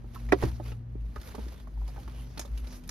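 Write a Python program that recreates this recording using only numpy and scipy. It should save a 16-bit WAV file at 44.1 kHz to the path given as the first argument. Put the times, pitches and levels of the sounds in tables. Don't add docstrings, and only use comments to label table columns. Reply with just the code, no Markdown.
import sys
import numpy as np
from scipy import signal
from scipy.fft import rfft, irfft, next_fast_len
from scipy.io import wavfile
from scipy.ndimage import uniform_filter1d, map_coordinates

SR = 44100
rng = np.random.default_rng(int(sys.argv[2]) if len(sys.argv) > 2 else 0)


def generate_wav(signal):
    frames = np.transpose(np.atleast_2d(signal))
    scaled = np.clip(frames, -1, 1) * 32767
    pcm = np.round(scaled).astype(np.int16)
    wavfile.write(sys.argv[1], SR, pcm)


def amplitude_ratio(level_db):
    exponent = np.asarray(level_db, float) / 20
    return 10 ** exponent


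N = 127890


def unit(x):
    return x / np.sqrt(np.mean(x ** 2) + 1e-20)


def along(points, hz):
    f, v = np.transpose(points)
    return np.interp(np.log(hz + 1), np.log(f + 1), v)


def curves(rows):
    s, *cols = np.transpose(rows)
    return [np.interp(np.arange(N) / SR, s, c) for c in cols]


def wobble(rate):
    knots = rng.standard_normal(int(N * rate / SR) + 4)
    return map_coordinates(knots, [np.arange(N) * rate / SR])


def filtered(x, response):
    m = next_fast_len(N + SR // 2)
    return irfft(rfft(x, m) * response(np.fft.rfftfreq(m, 1 / SR)), m)[..., :N]


def coloured(x, response):
    n = x.shape[-1]
    return irfft(rfft(x, 2 * n) * response(np.fft.rfftfreq(2 * n, 1 / SR)))[..., :n]


def add(track, s, sound):
    part = track[..., round(s * SR):][..., :sound.shape[-1]]
    part += sound[..., :part.shape[-1]]


def ring(modes, t):
    partials = sum(amplitude_ratio(db - 60 * t / t60) * np.sin(2 * np.pi * hz * t) for hz, db, t60 in modes)
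    return partials * (1 - np.exp(-t / 0.00053))


def peak(f, hz, width):
    return np.exp(-(np.log((f + 1) / hz) / width) ** 2)


def pair(shape):
    common, left, right = rng.standard_normal((3, *shape))
    share = 0.64
    return share ** .5 * common + (1 - share) ** .5 * np.array([left, right])


def dying(decay, length):
    hz, t, z = signal.stft(pair((length,)), SR, nperseg=128)
    return signal.istft(z * amplitude_ratio(-60 * t / along(decay, hz)[:, None]), SR, nperseg=128)[1]


# start in seconds, ring in dB, tilt in dB per octave, crack in dB.
STOP = [
    (.3215, -29.5, 10, -12.5),
    (.3245, -20.5, 2.5, -13.5),
    (.3287, -18.5, -9.5, -20),
    (.4245, -29.5, 2, -23.5),
    (.4285, -29, -9.5, -30),
]
# start in seconds, ring in dB, tilt in dB per octave, crack in dB.
REBOUND = [
    (.4365, -17.5, 0.019, -23),
]
# pitch in Hz, level in dB, t60 in seconds.
LID = [(242, -19.5, 0.034), (383, 6, 0.079), (410, -13, 0.013), (524, 7, 0.042), (622, 3, 0.041),
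       (720, 3, 0.045), (973, -3, 0.044), (1150, -1.5, 0.052), (1350, -3.5, 0.025), (1560, -5, 0.044),
       (1923, -2.5, 0.025), (2530, -2, 0.0097)]
# pitch in Hz, level in dB, t60 in seconds.
BIN = [(59.9, -3, 0.27), (79.2, -7.5, 0.63), (117, 4, 0.12), (182, -6, 0.18), (270, -4.5, 0.1),
       (327, -8, 0.18), (356, -2.5, .08)]
# frequency in Hz, level in dB.
CRACK = [(150, -23.5), (600, 4), (2000, -6.5), (4000, -18.5), (8000, -24.5), (16000, -29.5)]
# frequency in Hz, t60 in seconds.
CRACK_DIES = [(400, 0.036), (2000, 0.055), (4000, 0.067), (12000, 0.014)]


def blows(rows, modes, smear):
    out, t = np.zeros((2, N)), np.arange(SR // 3) / SR
    pan_db = -5
    for s, db, tilt_db, crack_db in rows:
        crack = coloured(dying(CRACK_DIES, SR // 6), lambda f: amplitude_ratio(along(CRACK, f)))
        rough = 1 + smear * wobble(305)[:len(t)]
        for ch, side in enumerate((.5, -.5)):
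            lean_db = side * pan_db
            add(out[ch], s, amplitude_ratio(crack_db + lean_db) * crack[ch])
            struck = []
            for hz, level, t60 in modes:
                tilt = tilt_db * np.log2(hz / 500)
                struck.append((hz, level + tilt + lean_db * min(hz / 350, 1), t60))
            add(out[ch], s + ch * .0001, amplitude_ratio(db - 4) * ring(struck, t) * rough)
    return out


def lid():
    return blows(STOP, LID, 0.49) + blows(REBOUND, BIN, 0)


# pitch in Hz, level in dB, t60 in seconds.
SQUEAK = [
    (1090, -39.5, 0.066),
    (1310, -41, 0.06),
]


def squeak():
    out, t = np.zeros((2, N)), np.arange(SR // 8) / SR
    add(out, .158, ring(SQUEAK, t) * (1 - np.exp(-t / 0.0011)))
    return ports(out)


# start in seconds, peak in dB, pitch in Hz, t60 in seconds,
# tilt in dB per octave.
TICKS = [(0.1451, -39, 11860, 0.1, -3), (0.1663, -29.5, 1010, 0.0516, -6), (0.2872, -38, 2100, 0.13, -3.5),
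         (0.7173, -30.5, 2786, .05, -4), (0.7194, -36, 1310, 0.074, -4.5),
         (1.1571, -33.5, 1236, 0.032, -3.5), (1.1595, -37, 1575, .05, -3), (1.2142, -44.5, 1650, 0.047, 2),
         (1.2736, -42.5, 2240, 0.03, 1.5), (1.318, -40, 1150, 0.05, -7.5),
         (1.3423, -40.5, 4200, 0.084, -9.5), (1.3502, -36, 1090, 0.034, -0.5),
         (1.482, -40.5, 4200, 0.031, -2), (1.533, -57.5, 2680, 0.041, -9), (1.6734, -59, 1350, 0.042, 4),
         (1.8772, -48.5, 980, 0.086, 1), (1.9614, -58, 1960, .05, -5), (1.9664, -34.5, 1530, .05, -4.5),
         (2.077, -35.5, 1110, 0.043, -3), (2.1565, -49.5, 2260, 0.062, -5), (2.374, -30.5, 2750, 0.056, -3),
         (2.3779, -33, 4260, 0.019, 1.5), (2.3938, -27.5, 6560, 0.035, 4), (2.3934, -31, 2730, 0.04, 0),
         (2.4116, -40, 6250, 0.091, 0), (2.45, -48, 6530, 0.019, 1), (2.4547, -47, 3550, 0.047, 2.5),
         (2.575, -43, 2810, 0.069, 2.5), (2.5974, -37.5, 11400, .07, -10),
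         (2.6705, -40.5, 4500, 0.026, -1.5), (2.7256, -41.5, 1794, 0.026, 1),
         (2.8364, -51.5, 2820, 0.062, 1.5), (2.8753, -46, 11400, 0.045, 2), (2.8914, -27.5, 5990, 0.033, 1)]
# frequency in Hz, level in dB.
SNAP = [(300, 5.5), (1500, 3), (6000, -2.5), (12000, -6), (16000, -13.5)]


def ticks():
    out, t = np.zeros((2, N)), np.arange(SR // 8) / SR
    rise = 1 - np.exp(-t / 0.0012)
    spike = 1 + amplitude_ratio(-8) * np.exp(-t / 0.0027)
    for s, db, hz, t60, tilt_db in TICKS:
        def shape(f):
            tilt = tilt_db * np.log2((f + 1) / 2500)
            return amplitude_ratio(along(SNAP, f) + tilt + 9 * peak(f, hz, 0.24))
        burst = amplitude_ratio(-60 * t / t60) * spike * unit(coloured(pair(t.shape), shape))
        tone = ring([(hz, -13, t60)], t)
        add(out, s, amplitude_ratio(db - 3) * rise * (burst + tone))
    return ports(out)


# start in seconds, peak in dB, low mode in Hz, high mode in Hz,
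# high over low in dB.
BUMPS = [(.042, -51, 332, 530, -16), (.599, -41, 334, 577, 4), (.954, -45.5, 198.3, 260, 10.5),
         (1.161, -46, 405, 1235, 0), (1.345, -45, 407, 670, -4), (1.382, -37.5, 216, 450, -1),
         (1.465, -44, 195, 260, -14), (1.671, -54.5, 653, 1105, 5), (1.771, -61, 780, 980, 1),
         (1.815, -57, 790, 1000, 2), (1.884, -53.5, 730, 495, -1), (1.961, -52.5, 650, 990, -13),
         (1.978, -49.5, 800, 600, 4), (2.185, -66, 785, 1100, 9), (2.394, -48.5, 337, 680, 11),
         (2.449, -51, 550, 720, -15)]


def bumps():
    out, t = np.zeros((2, N)), np.arange(SR // 8) / SR
    t60 = 0.074
    for s, db, hz, high_hz, high_db in BUMPS:
        modes = [(hz, 0, t60), (high_hz, high_db, t60 * 0.38)]
        puff = unit(coloured(pair(t.shape), lambda f: f / hz / (1 + (f / (1.09 * high_hz)) ** 4)))
        puff = puff * amplitude_ratio(-3 - 75 * t / t60)
        add(out, s, amplitude_ratio(db + 5) * (ring(modes, t) + puff) * (1 - np.exp(-t / 0.0009)))
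    return ports(out)


# centre in seconds, half length in seconds, level in dB,
# resonance in Hz, its width in log Hz.
STROKES = [(0.405, 0.035, -63.5, 2200, 0.45), (0.477, 0.029, -54.5, 960, 0.67),
           (0.554, 0.022, -62.5, 5270, .3), (0.679, 0.044, -59.5, 2500, 0.18),
           (1.268, 0.028, -55.5, 11600, 0.12), (1.423, 0.022, -61.5, 3500, 0.41),
           (1.588, 0.031, -63, 3500, 0.14), (1.894, 0.008, -61, 4530, .3), (2.117, 0.069, -68, 2450, 0.1),
           (2.19, 0.051, -57, 3000, .1), (2.203, 0.04, -62, 10200, .2), (2.314, 0.033, -65, 5500, 0.3),
           (2.588, 0.015, -70.5, 14000, 0.14), (2.733, 0.048, -56.5, 5940, 0.33),
           (2.769, 0.036, -60, 10900, 0.39)]
# frequency in Hz, level in dB per Hz.
RUSTLE = [(150, -18), (400, -2.5), (1000, -8.5), (2000, -11.5), (4500, -15), (9000, -22), (13000, -20),
          (15000, -18.5)]


def strokes():
    out = np.zeros((2, N))
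    t = np.arange(SR // 4) / SR - 1 / 8
    for s, half, db, hz, width in STROKES:
        hiss = coloured(pair(t.shape), lambda f: amplitude_ratio(along(RUSTLE, f) + 13 * peak(f, hz, width)))
        add(out, s + t[0], amplitude_ratio(db) * np.exp(-(t / half) ** 2) * unit(hiss))
    return ports(out)


# time in seconds, level in dB.
HAND = [(0, -72), (.16, -60.5), (.37, -59.5), (.43, -47), (.6, -64.5), (.69, -53.5), (.84, -80),
        (1.14, -66), (1.27, -54), (1.5, -58), (1.72, -69), (1.865, -65), (1.88, -60), (2.17, -62),
        (2.3, -63.5), (2.5, -63), (2.76, -57), (2.79, -66)]


def rustle():
    db, = curves(HAND)
    grain_db = 3.5 * np.minimum(rng.exponential(size=N), 3)
    sparks = (rng.random(N) < 110 / SR) * amplitude_ratio(grain_db)
    grains = unit(np.convolve(sparks, np.exp(-np.arange(500) / 110))[:N])
    z = signal.stft(pair((N,)), nperseg=256)[2]
    patches = uniform_filter1d(rng.standard_normal(z.shape[1:]), size=3, axis=0)
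    patches = uniform_filter1d(patches, size=5, axis=1)
    hiss = signal.istft(z * amplitude_ratio(2 * unit(patches)), nperseg=256)[1][:, :N]
    hiss = unit(filtered(hiss, lambda f: amplitude_ratio(along(RUSTLE, f))))
    flutter_db = 1.5 * wobble(25.63)
    return ports(amplitude_ratio(db + flutter_db) * (1 + amplitude_ratio(-9) * grains) * hiss)


# frequency in Hz, t60 in seconds.
CABIN = [(200, 0.095), (2000, 0.032), (10000, 0.054)]


def cabin(x):
    tail = dying(CABIN, SR // 4)
    return signal.fftconvolve(x, tail / np.linalg.norm(tail[0]), axes=1)[:, :N]


# centre in seconds, half width in seconds, level in dB.
BOOM = [(.07, 0.023, -38.5), (0.297, 0.071, -28.5), (0.474, 0.067, -28), (0.698, 0.043, -34.5),
        (.93, 0.031, -41), (1.037, 0.07, -29.5), (1.192, 0.013, -31), (1.458, 0.054, -33),
        (1.66, 0.036, -41), (1.82, 0.074, -27), (1.979, 0.019, -36.5), (2.08, 0.03, -38.5),
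        (2.21, 0.073, -36.5), (2.42, 0.037, -39.5), (2.546, 0.039, -26.5), (2.639, 0.03, -31),
        (2.74, 0.027, -42), (2.9, 0.017, -39)]
# time in seconds, pitch in Hz.
BOOM_HZ = [(0.0, 51.02), (0.19, 48.83), (0.44, 64.68), (0.57, 62.12), (0.65, 56.69), (0.93, 54.43),
           (1.19, 54.25), (1.26, 57.4), (1.57, 57.83), (1.68, 51.1), (2.01, 52.47), (2.11, 57.05),
           (2.24, 53.9), (2.39, 54.35), (2.49, 54.9), (2.66, 55.2), (2.79, 41.5), (2.9, 42)]


def boom():
    t = np.arange(N) / SR
    swell = amplitude_ratio(-44.5) + sum(amplitude_ratio(db - 1) * np.exp(-((t - s) / half) ** 2) for s, half, db in BOOM)
    hz, = curves(BOOM_HZ)
    level = swell * amplitude_ratio(.4 * wobble(9.4))
    return level * np.sin(2 * np.pi * np.cumsum(hz) / SR + .3 * wobble(9.5))


# time in seconds, pitch in Hz, fundamental in dB, octave in dB.
MOTOR = [(0, 117.9, -39.5, -56.5), (.5, 117, -38.5, -53), (1.0, 116.1, -37, -63), (1.25, 116.9, -54, -59.5),
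         (1.7, 121, -61.5, -61.5), (2.05, 124, -43.5, -58.5), (2.5, 124, -48, -60), (2.9, 124.2, -82, -52)]


def motor():
    hz, low_db, high_db = curves(MOTOR)
    turn = 2 * np.pi * np.cumsum(hz) / SR + 0.13 * wobble(3.0)
    low = amplitude_ratio(low_db - 2.5 + 2.7 * wobble(6.62)) * np.sin(turn)
    octave = amplitude_ratio(high_db + 2 + 2.0 * wobble(9.79)) * np.sin(2 * turn)
    return low + octave


# frequency in Hz, level in dB per Hz.
AIR = [(25, -37), (55, -4.5), (90, -7), (230, -16.5), (600, -33.5), (2000, -44.5), (7000, -63.5),
       (16000, -71.5)]
# frequency in Hz, left-right likeness from 0 to 1.
AIR_ALIKE = [(100, 0.89), (350, 0.69), (1400, 0.16)]


def air():
    def spread(f):
        angle = np.arccos(np.clip(along(AIR_ALIKE, f), -1, 1)) / 2
        return amplitude_ratio(along(AIR, f)) * [np.cos(angle), np.sin(angle)]
    mid, side = filtered(rng.standard_normal((2, N)), spread)
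    return amplitude_ratio(-49) * unit(np.array([mid + side, mid - side]))


def hum():
    return level_pair(boom() + motor()) + air()


def level_pair(x):
    return x * amplitude_ratio([[.4], [-.4]])


# frequency in Hz, left over right in dB.
LEAN = [(300, -2), (800, -5.5), (5500, -2), (8000, -0.5)]


def ports(x):
    return filtered(x, lambda hz: [amplitude_ratio(k * along(LEAN, hz)) * np.exp(-.6j * k) for k in (.5, -.5)])


# frequency in Hz,
# level in dB.
SUM = [(6800, 0), (7400, -38), (8600, -38), (9100, 0), (13100, 0), (13700, -40), (14700, -40), (15300, -30),
       (16000, -40)]
# frequency
# in Hz, level in dB.
DIFFERENCE = [(500, 2.5), (1500, 4.5), (3000, -2), (6300, 6), (7300, 13.5), (9900, 8), (10600, -28.5),
              (12100, -30), (12900, 4.5)]


def thinned(x, depth):
    mid = filtered(x[0] + x[1], lambda f: amplitude_ratio(depth * along(SUM, f))) / 2
    side = filtered(x[0] - x[1], lambda f: amplitude_ratio(depth * along(DIFFERENCE, f))) / 2
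    return np.array([mid + side, mid - side])


def scene():
    hits = lid() + squeak() + ticks() + bumps()
    around = strokes() + rustle() + amplitude_ratio(-7) * cabin(hits) + hum()
    return thinned(hits, .42) + thinned(around, 0.67)


def low_pass(x):
    return signal.sosfilt(signal.butter(12, 16500, fs=SR, output="sos"), x)


def record(dry):
    return low_pass(dry)


dry = scene()
out = record(dry)
generate_wav(out)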